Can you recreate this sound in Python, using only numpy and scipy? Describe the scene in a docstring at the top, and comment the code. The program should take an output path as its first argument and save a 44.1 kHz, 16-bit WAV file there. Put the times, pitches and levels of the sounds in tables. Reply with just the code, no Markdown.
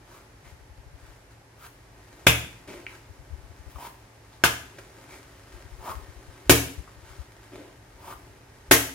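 """Slapping dough on a kitchen counter

Soft, sticky dough is slapped four times onto a silicone mat, close to a phone that overloads.
Each slap rings the counter, bursts trapped air and splatters as the dough spreads; a small, hard room
answers. In between, hands fold and press the dough and peel it off the mat, over a quiet room hum."""
import sys
import numpy as np
from scipy import signal
from scipy.fft import rfft, irfft, next_fast_len
from scipy.io import wavfile
from scipy.ndimage import uniform_filter1d

SR = 44100
rng = np.random.default_rng(int(sys.argv[2]) if len(sys.argv) > 2 else 0)


def output_pcm(signal):
    """Save a mono or channel-first signal as 16-bit PCM at the path in sys.argv[1].

    Samples are clipped to [-1, 1] before scaling.
    """
    pcm = np.clip(np.atleast_2d(signal).T, -1, 1) * 32767
    wavfile.write(sys.argv[1], SR, np.round(pcm).astype(np.int16))


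N = 394254
T = np.arange(int(.8 * SR)) / SR  # seconds since the start of one short sound


def gain(db):
    """Turn decibels into a multiplier."""
    return 10 ** (np.asarray(db) / 20)


def unit(x):
    """Scale a sound to an average (rms) level of 1."""
    return x / np.sqrt(np.mean(x ** 2))


def add(out, start_s, sound):
    """Mix a sound in at the given time."""
    i = max(int(start_s * SR), 0)
    out[i:i + len(sound)] += sound[:len(out) - i]


def curve_at(hz, points):
    """Read between (pitch_hz, value) points, with octaves evenly spaced."""
    pitches, values = np.transpose(points)
    return np.interp(np.log(hz + 1), np.log(pitches), values)


def freqs(x):
    """The frequencies that make up a sound."""
    return np.fft.rfftfreq(x.shape[-1], 1 / SR)


def colour(x, tone, treble_db=0, hollow_hz=2000, hollow_db=0):
    """Shape a sound with a tone curve, a treble control and one broad resonance; level 1."""
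    f = freqs(x)
    db = curve_at(f, tone) + treble_db * f ** 2 / (f ** 2 + 4500 ** 2)
    db += hollow_db * np.exp(-((f / hollow_hz - 1) / 0.19) ** 2)
    return unit(irfft(rfft(x) * gain(db), x.shape[-1]))


def fade(fade_s):
    """Die away by 60 dB in fade_s seconds."""
    return np.exp(-np.log(1000) * T / fade_s)


def ring(hz, fade_s):
    """One struck note that dies away."""
    return np.sin(2 * np.pi * hz * T) * fade(fade_s)


def snaps(per_s, scatter_db, size=len(T)):
    """Tiny sticky threads let go: random clicks of uneven size."""
    hits = rng.random(size) < per_s / SR
    return unit(hits * rng.standard_normal(size) * gain(scatter_db * rng.exponential(size=size)))


def wander(per_s):
    """A random drift, roughly 1 either side of zero."""
    steps = rng.standard_normal(400)
    return 1.2 * np.interp(np.arange(N) / SR * per_s, np.arange(len(steps)), steps)


def surrounding_noise(size, alike_hz=520):
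    """Noise from all sides at two microphones: alike in the bass, unrelated in the treble."""
    noise = rng.standard_normal((2, size))
    alike = .97 / (1 + (freqs(noise) / alike_hz) ** 2)
    mid, side = rfft(noise) * np.sqrt([1 + alike, 1 - alike])
    return irfft(np.array([mid + side, mid - side]), size) / np.sqrt(2)


# Tone of the room's air: pitch_hz, relative_db
AIR_TONE = [(25, -11), (55, -1), (115, -4.5), (165, -19), (210, -18.5), (330, -13), (900, -14.5),
            (1300, -20), (1900, -18.5), (3500, -28), (5500, -27.5), (8500, -33), (12000, -33),
            (15500, -52.5)]
# Notes in an appliance's hum: pitch_hz, level_db
HUM_NOTES = [(113, -59), (280, -69.5), (404, -75.5), (856, -73.5), (1604, -78.5)]
def background(air_db=-54.5, rumble_db=-60):
    """Steady room air, a wavering hum and the faint rumble of moving air."""
    size, t = next_fast_len(N, True), np.arange(N) / SR
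    air = colour(surrounding_noise(size), AIR_TONE)[:, :N]
    hum = sum(gain(db) * unit(np.sin(2 * np.pi * hz * t + 1.1 * wander(42))) for hz, db in HUM_NOTES)
    rumble_tone = [(12, -50.5), (28, -21.5), (48, -0.5), (70, -14.5), (120, -10), (220, -19), (1000, -64)]
    rumble = colour(rng.standard_normal(size), rumble_tone)[:N]
    return gain(air_db) * air + hum + gain(rumble_db) * rumble


def lean(left_db):
    """Left and right multipliers that make the left side louder by left_db."""
    return gain(left_db * np.array([[.5], [-.5]]))


def puff(hz, swell_s=0.012):
    """A sweep of air swings the microphone for a few slow cycles."""
    return (T / swell_s * np.exp(1 - T / swell_s)) ** 2 * np.sin(2 * np.pi * hz * T)


# A hand passes close to the microphone: start_s, level_db
HAND_PASSES = [(3.32, -33.5), (3.745, -38), (5.958, -37), (6.774, -32.5), (7.184, -34)]
# Arms stir the air: start_s, end_s, puff_db, left_louder_db
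ARM_MOVES = [(.47, 1.15, -45, 16), (3.122, 3.706, -46.5, 24), (5.55, 6.3, -43, 20), (6.95, 7.152, -45, 14),
             (7.97, 8.295, -47, 7)]
def draughts(puff_hz=65.8, puffs_per_s=13):
    """Close hands push strong puffs of air, arms stir uneven ones, and one runs ahead of each slap."""
    out = np.zeros((2, N))
    # each puff: start_s, pitch_hz, level_db, left_louder_db
    puffs = [(s, puff_hz, db, 18) for s, db in HAND_PASSES]
    puffs += [(s - .035, 46, knock_db - 19.5, 0) for s, _, knock_db, *_ in SLAPS]
    for start_s, end_s, db, left_db in ARM_MOVES:
        chance = rng.standard_normal((20, 3))
        for s, (late, higher, louder) in zip(np.arange(start_s, end_s, 1 / puffs_per_s), chance):
            s += 0.255 * late / puffs_per_s
            puffs.append((s, puff_hz * np.exp(0.2 * higher), db + 1.5 * louder, left_db))
    for s, hz, db, left_db in puffs:
        for channel, sound in zip(out, lean(left_db) * gain(db) * puff(hz)):
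            add(channel, s, sound)
    return out


# How long the kitchen echoes: pitch_hz, fade_s
ROOM_FADES = [(150, 0.69), (400, 0.44), (1100, 0.43), (2600, 0.46), (7000, 0.46), (14000, 0.38)]
def kitchen(sound, early_db=-8, tail_db=-7):
    """Quick echoes bounce off the counter and cupboards, then the whole room rings on."""
    noise = surrounding_noise(len(T))
    f, spectrum, tail = freqs(noise), rfft(noise), 0
    for band_hz, fade_s in ROOM_FADES:
        band = curve_at(f, [(hz, hz == band_hz) for hz, _ in ROOM_FADES])
        tail += irfft(spectrum * band, len(T)) * fade(fade_s)
    early = surrounding_noise(len(T)) * fade(0.088)
    arrive = 1 - np.exp(-(T / 0.001) ** 2)
    echo = gain(early_db) * unit(early * arrive) + gain(tail_db) * unit(tail * arrive)
    # the echo carries only mids and treble; the counter's low notes supply the lingering boom
    echo = signal.sosfilt(signal.butter(2, 230, "high", fs=SR, output="sos"), echo / np.sqrt(len(T)))
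    return signal.oaconvolve(sound[None], echo, axes=1)[:, :N]


# Tones of the dull rub and the sticky crackle: pitch_hz, relative_db
RUB_TONE = [(100, -11.5), (200, -11), (300, -2.5), (450, -2.5), (700, -9.5), (1200, -22), (3000, -22),
            (12000, -53.5)]
CRACKLE_TONE = [(200, -9.5), (900, 2.5), (1500, -1), (2100, -2.5), (3200, -6.5), (6000, -8), (8500, -9.5),
                (12000, -10), (15500, -18)]
def rub(rub_db, crackle_db, squish_hz, size=len(T), squish_db=6):
    """Skin catches and slips on dough and mat; a sticky crackle rings the hollow under the palm."""
    drag = colour(snaps(per_s=1100, scatter_db=0, size=size), RUB_TONE)
    threads = snaps(per_s=9000, scatter_db=2.8, size=size)
    crackle = colour(threads, CRACKLE_TONE, hollow_hz=squish_hz, hollow_db=squish_db)
    return gain(rub_db) * drag + gain(crackle_db) * crackle


def press(length_s, swell_s):
    """One push of the hand swells, eases and lets go."""
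    return (1 - np.exp(-T / swell_s)) * np.exp(-T / length_s - (T / length_s) ** 4)


# How hard the dough drags in the hands: time_s, level_db
HAND_DRAG = [(0, -62.5), (1.1, -71), (1.479, -75), (1.9, -63), (2.2, -56.5), (3.2, -62.5), (4.2, -63.5),
             (4.9, -57), (6.4, -58), (7.799, -62.5), (8.94, -60.5)]
# A palm lands on the dough: start_s, length_s, rub_db, crackle_db
PALM_PATS = [(2.674, 0.17, -42.5, -47), (4.783, 0.013, -36, -41), (7.519, 0.21, -45, -55.5)]
# The dough is stretched and folded: start_s, length_s, crackle_db, squish_hz
DOUGH_FOLDS = [(0.05, 0.18, -47.5, 1420), (.425, 0.11, -46.5, 2050), (0.933, 0.3, -50.5, 1650),
               (2.868, 0.12, -43, 1570), (1.295, 0.044, -48.5, 1510), (4.312, 0.043, -49, 3800),
               (5.075, 0.12, -40, 2180), (7.017, 0.21, -46.5, 1400)]
def hands():
    """The dough drags unevenly in the hands all the while; pats and folds stand out from it."""
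    effort_db = np.interp(np.arange(N) / SR, *np.transpose(HAND_DRAG)) + wander(per_s=9)
    drag = rub(rub_db=-3, crackle_db=0, squish_hz=1800, size=next_fast_len(N, True), squish_db=4.5)
    out = gain(effort_db) * drag[:N]
    for s, length_s, rub_db, crackle_db in PALM_PATS:
        add(out, s, press(length_s, swell_s=0.0022) * rub(rub_db, crackle_db, squish_hz=2340))
    for s, length_s, db, hz in DOUGH_FOLDS:
        add(out, s, press(length_s, swell_s=0.55 * length_s) * rub(db - 9.5, db, hz))
    return out


# Tone of tearing threads: pitch_hz, relative_db
HISS_TONE = [(150, -17.5), (400, -4), (700, 4), (1500, -2.5), (2500, -0.5), (4000, -6), (8500, -6),
             (12000, -1.5), (15500, -5.5)]
# The dough peels off the mat: release_s, build_s, level_db, gap_hz, hiss_relative_db
MAT_PEELS = [(.17, 0.049, -58, 1190, -2), (1.666, 0.046, -51, 1520, 2), (3.719, 0.022, -74, 1200, 19),
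             (3.87, 0.067, -42.5, 990, -3), (5.915, .055, -38, 1097, -5), (8.125, 0.067, -43.5, 1084, -4)]
def peels(gap_fade_s=0.0094, let_go_s=0.012, pitch_rise=0.16):
    """Threads tear louder until the dough is free; they hiss and ring the gap below at a rising pitch."""
    out = np.zeros(N)
    feedback = np.exp(-np.log(1000) / (gap_fade_s * SR))
    for release_s, build_s, db, hz, hiss_db in MAT_PEELS:
        start_s = max(release_s - 3 * build_s, 0)
        after_s = T + start_s - release_s
        pull = np.exp(-np.maximum(after_s, 0) / let_go_s - (np.minimum(after_s, 0) / build_s) ** 2 / 2)
        gap_hz = hz * (1 + pitch_rise * np.tanh(after_s / build_s))
        # each snap starts a short ring that follows the gliding pitch
        glide = np.exp(2j * np.pi * np.cumsum(gap_hz) / SR)
        gap = glide * signal.lfilter([1], [1, -feedback], snaps(per_s=1400, scatter_db=0.9) / glide)
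        hiss = colour(snaps(per_s=9000, scatter_db=0.6), HISS_TONE)
        add(out, start_s, gain(db) * pull * (unit(gap.imag) + gain(hiss_db) * hiss))
    return out


def pop(hz, cycles, open_s=0.00079):
    """An air pocket opens and rings briefly, fluttering as its soft walls give way."""
    flutter = 1 + .4 * unit(uniform_filter1d(rng.standard_normal(len(T)), size=16))
    return ring(hz, cycles / hz) * flutter * (1 - np.exp(-T / open_s))


# Bubbles under the fingers: start_s, pitch_hz, level_db
LONE_BUBBLES = [(2.866, 2294, -16), (3.759, 1130, -30.5), (4.786, 1630, -27.5), (6.8765, 1140, -35)]
def bubbles(above_peel_db=13.5):
    """Lone bubbles burst in the dough, and two pops, low then high, end each peel."""
    out = np.zeros(N)
    for s, hz, db in LONE_BUBBLES:
        add(out, s, gain(db) * pop(hz, cycles=15.2))
    for release_s, _, db, hz, _ in MAT_PEELS:
        add(out, release_s - .021, gain(db + above_peel_db) * pop(hz * 0.91, cycles=17))
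        add(out, release_s, gain(db + above_peel_db) * pop(hz * 1.09, cycles=17))
    return out


# Air caught under each slap: start_s, first_pop_hz, first_pop_db, step_per_pop_db, clap_db, crack_db
AIR_POCKETS = [(2.268, 1627, 4.5, 2, 4.5, -9), (4.438, 1580, 4.5, -8.5, 3, -11),
               (6.496, 1700, -6, -4, 9, -1), (8.712, 1597, 3.5, -2, 6.5, -6.5)]
def trapped_air(clap_hz=563, clap_fade_s=0.0055, crack_s=0.0026, pop_gap_s=.001):
    """A slap claps the mat and bursts four air pockets, large to small; the tiniest ones just crack."""
    out = np.zeros(N)
    for s, hz, db, step_db, clap_db, crack_db in AIR_POCKETS:
        crack = colour(snaps(per_s=8000, scatter_db=4), SPLATTER_TONE) * np.exp(-T / crack_s)
        clap = pop(clap_hz, cycles=clap_hz * clap_fade_s)
        add(out, s, gain(clap_db) * clap + gain(crack_db) * crack)
        for k in range(4):
            pitch_hz = hz * 1.28 ** k * np.exp(0.0218 * rng.standard_normal())
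            add(out, s + k * pop_gap_s, gain(db + k * step_db) * pop(pitch_hz, cycles=14.1))
    return out


# Tone of wet dough splattering: pitch_hz, relative_db
SPLATTER_TONE = [(100, -21), (400, -13), (1000, 2.5), (2400, 2.5), (3300, 1), (4200, -5.5), (6000, -2),
                 (8500, -6), (11500, -3), (15500, -9)]
# Notes the counter rings with: pitch_hz, relative_db, fade_s
COUNTER_NOTES = [(56, -8, 0.16), (74.1, -6, 0.54), (116.5, -2.5, .42), (140.1, -4, 0.21), (153, 3, 0.12),
                 (182.3, -11.5, 0.24), (276.9, -2, 0.12), (313.2, -18.5, 0.2), (352, -4, 0.11),
                 (364, -25, 0.34), (449, -14, 0.12), (446.7, -0.5, 0.092), (467.5, -4.5, 0.14),
                 (528, -12, .12), (672.7, 3.5, 0.28), (890, -1, .16), (1450, -6, .12), (1605, -16.5, 0.12),
                 (1842, 10, 0.11), (2014, 5.5, 0.13), (2308, 5, 0.049)]
# The dough lands, with a hollow under it:
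# start_s, thump_db, knock_db, ring_db, splatter_db, spread_s, treble_db, hollow_hz, hollow_db
SLAPS = [(2.266, -17.5, -28, -59, -13.5, 0.0073, 1.5, 2570, 9),
         (4.4380, -28.5, -30.5, -39, -16, 0.006, -6, 1900, -5),
         (6.4950, -16, -11, -35, -9.5, 0.0059, 3.5, 2240, 1),
         (8.7107, -23.5, -14.5, -30.5, -9, .007, 8, 1900, 5.5)]
def slaps(push_s=0.0008, thump_below_hz=220, knock_below_hz=520):
    """The dough hits: the counter rings, and the wet patch spreads in a spray of clicks."""
    out = np.zeros((2, N))
    for s, thump_db, knock_db, ring_db, splatter_db, spread_s, treble_db, hollow_hz, hollow_db in SLAPS:
        counter = np.zeros(len(T))
        for k, (hz, db, fade_s) in enumerate(COUNTER_NOTES):
            # the landing spot decides how hard the low, middle and high notes are struck
            strike_db = thump_db if hz < thump_below_hz else knock_db if hz < knock_below_hz else ring_db
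            counter += (-1) ** k * gain(db + strike_db) * ring(hz, fade_s)
        counter *= 1 - np.exp(-T / push_s)
        contact = np.sqrt(T / spread_s * np.exp(1 - T / spread_s))
        # the wet patch is wide and near, so each microphone gets its own spray
        for channel in out:
            clicks = snaps(per_s=6000, scatter_db=2)
            spray = colour(clicks, SPLATTER_TONE, treble_db, hollow_hz, hollow_db)
            add(channel, s, counter + gain(splatter_db) * contact * spray)
    return out


def scene():
    """The dough is worked on the mat, a little nearer the left microphone, and the room answers."""
    handling = trapped_air() + bubbles() + peels() + hands()
    delayed = np.pad(handling, (2, 0))[:N]  # reaches the right side two samples later
    mat = slaps() + np.array([handling, delayed])
    room = kitchen(mat[0]) + kitchen(mat[1])
    return (mat + room) * lean(left_db=1.4) + draughts() + background()


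def record(dry, low_cut_hz=37, high_cut_hz=15850):
    """The phone drops the deepest bass, flattens the peaks of the slaps and cuts the highest treble."""
    sound = signal.sosfilt(signal.butter(4, low_cut_hz, "high", fs=SR, output="sos"), dry)
    clipped = np.clip(sound, -.97, .97)
    return signal.sosfilt(signal.ellip(10, .2, 70, high_cut_hz, fs=SR, output="sos"), clipped)


dry = scene()
out = record(dry)
output_pcm(out)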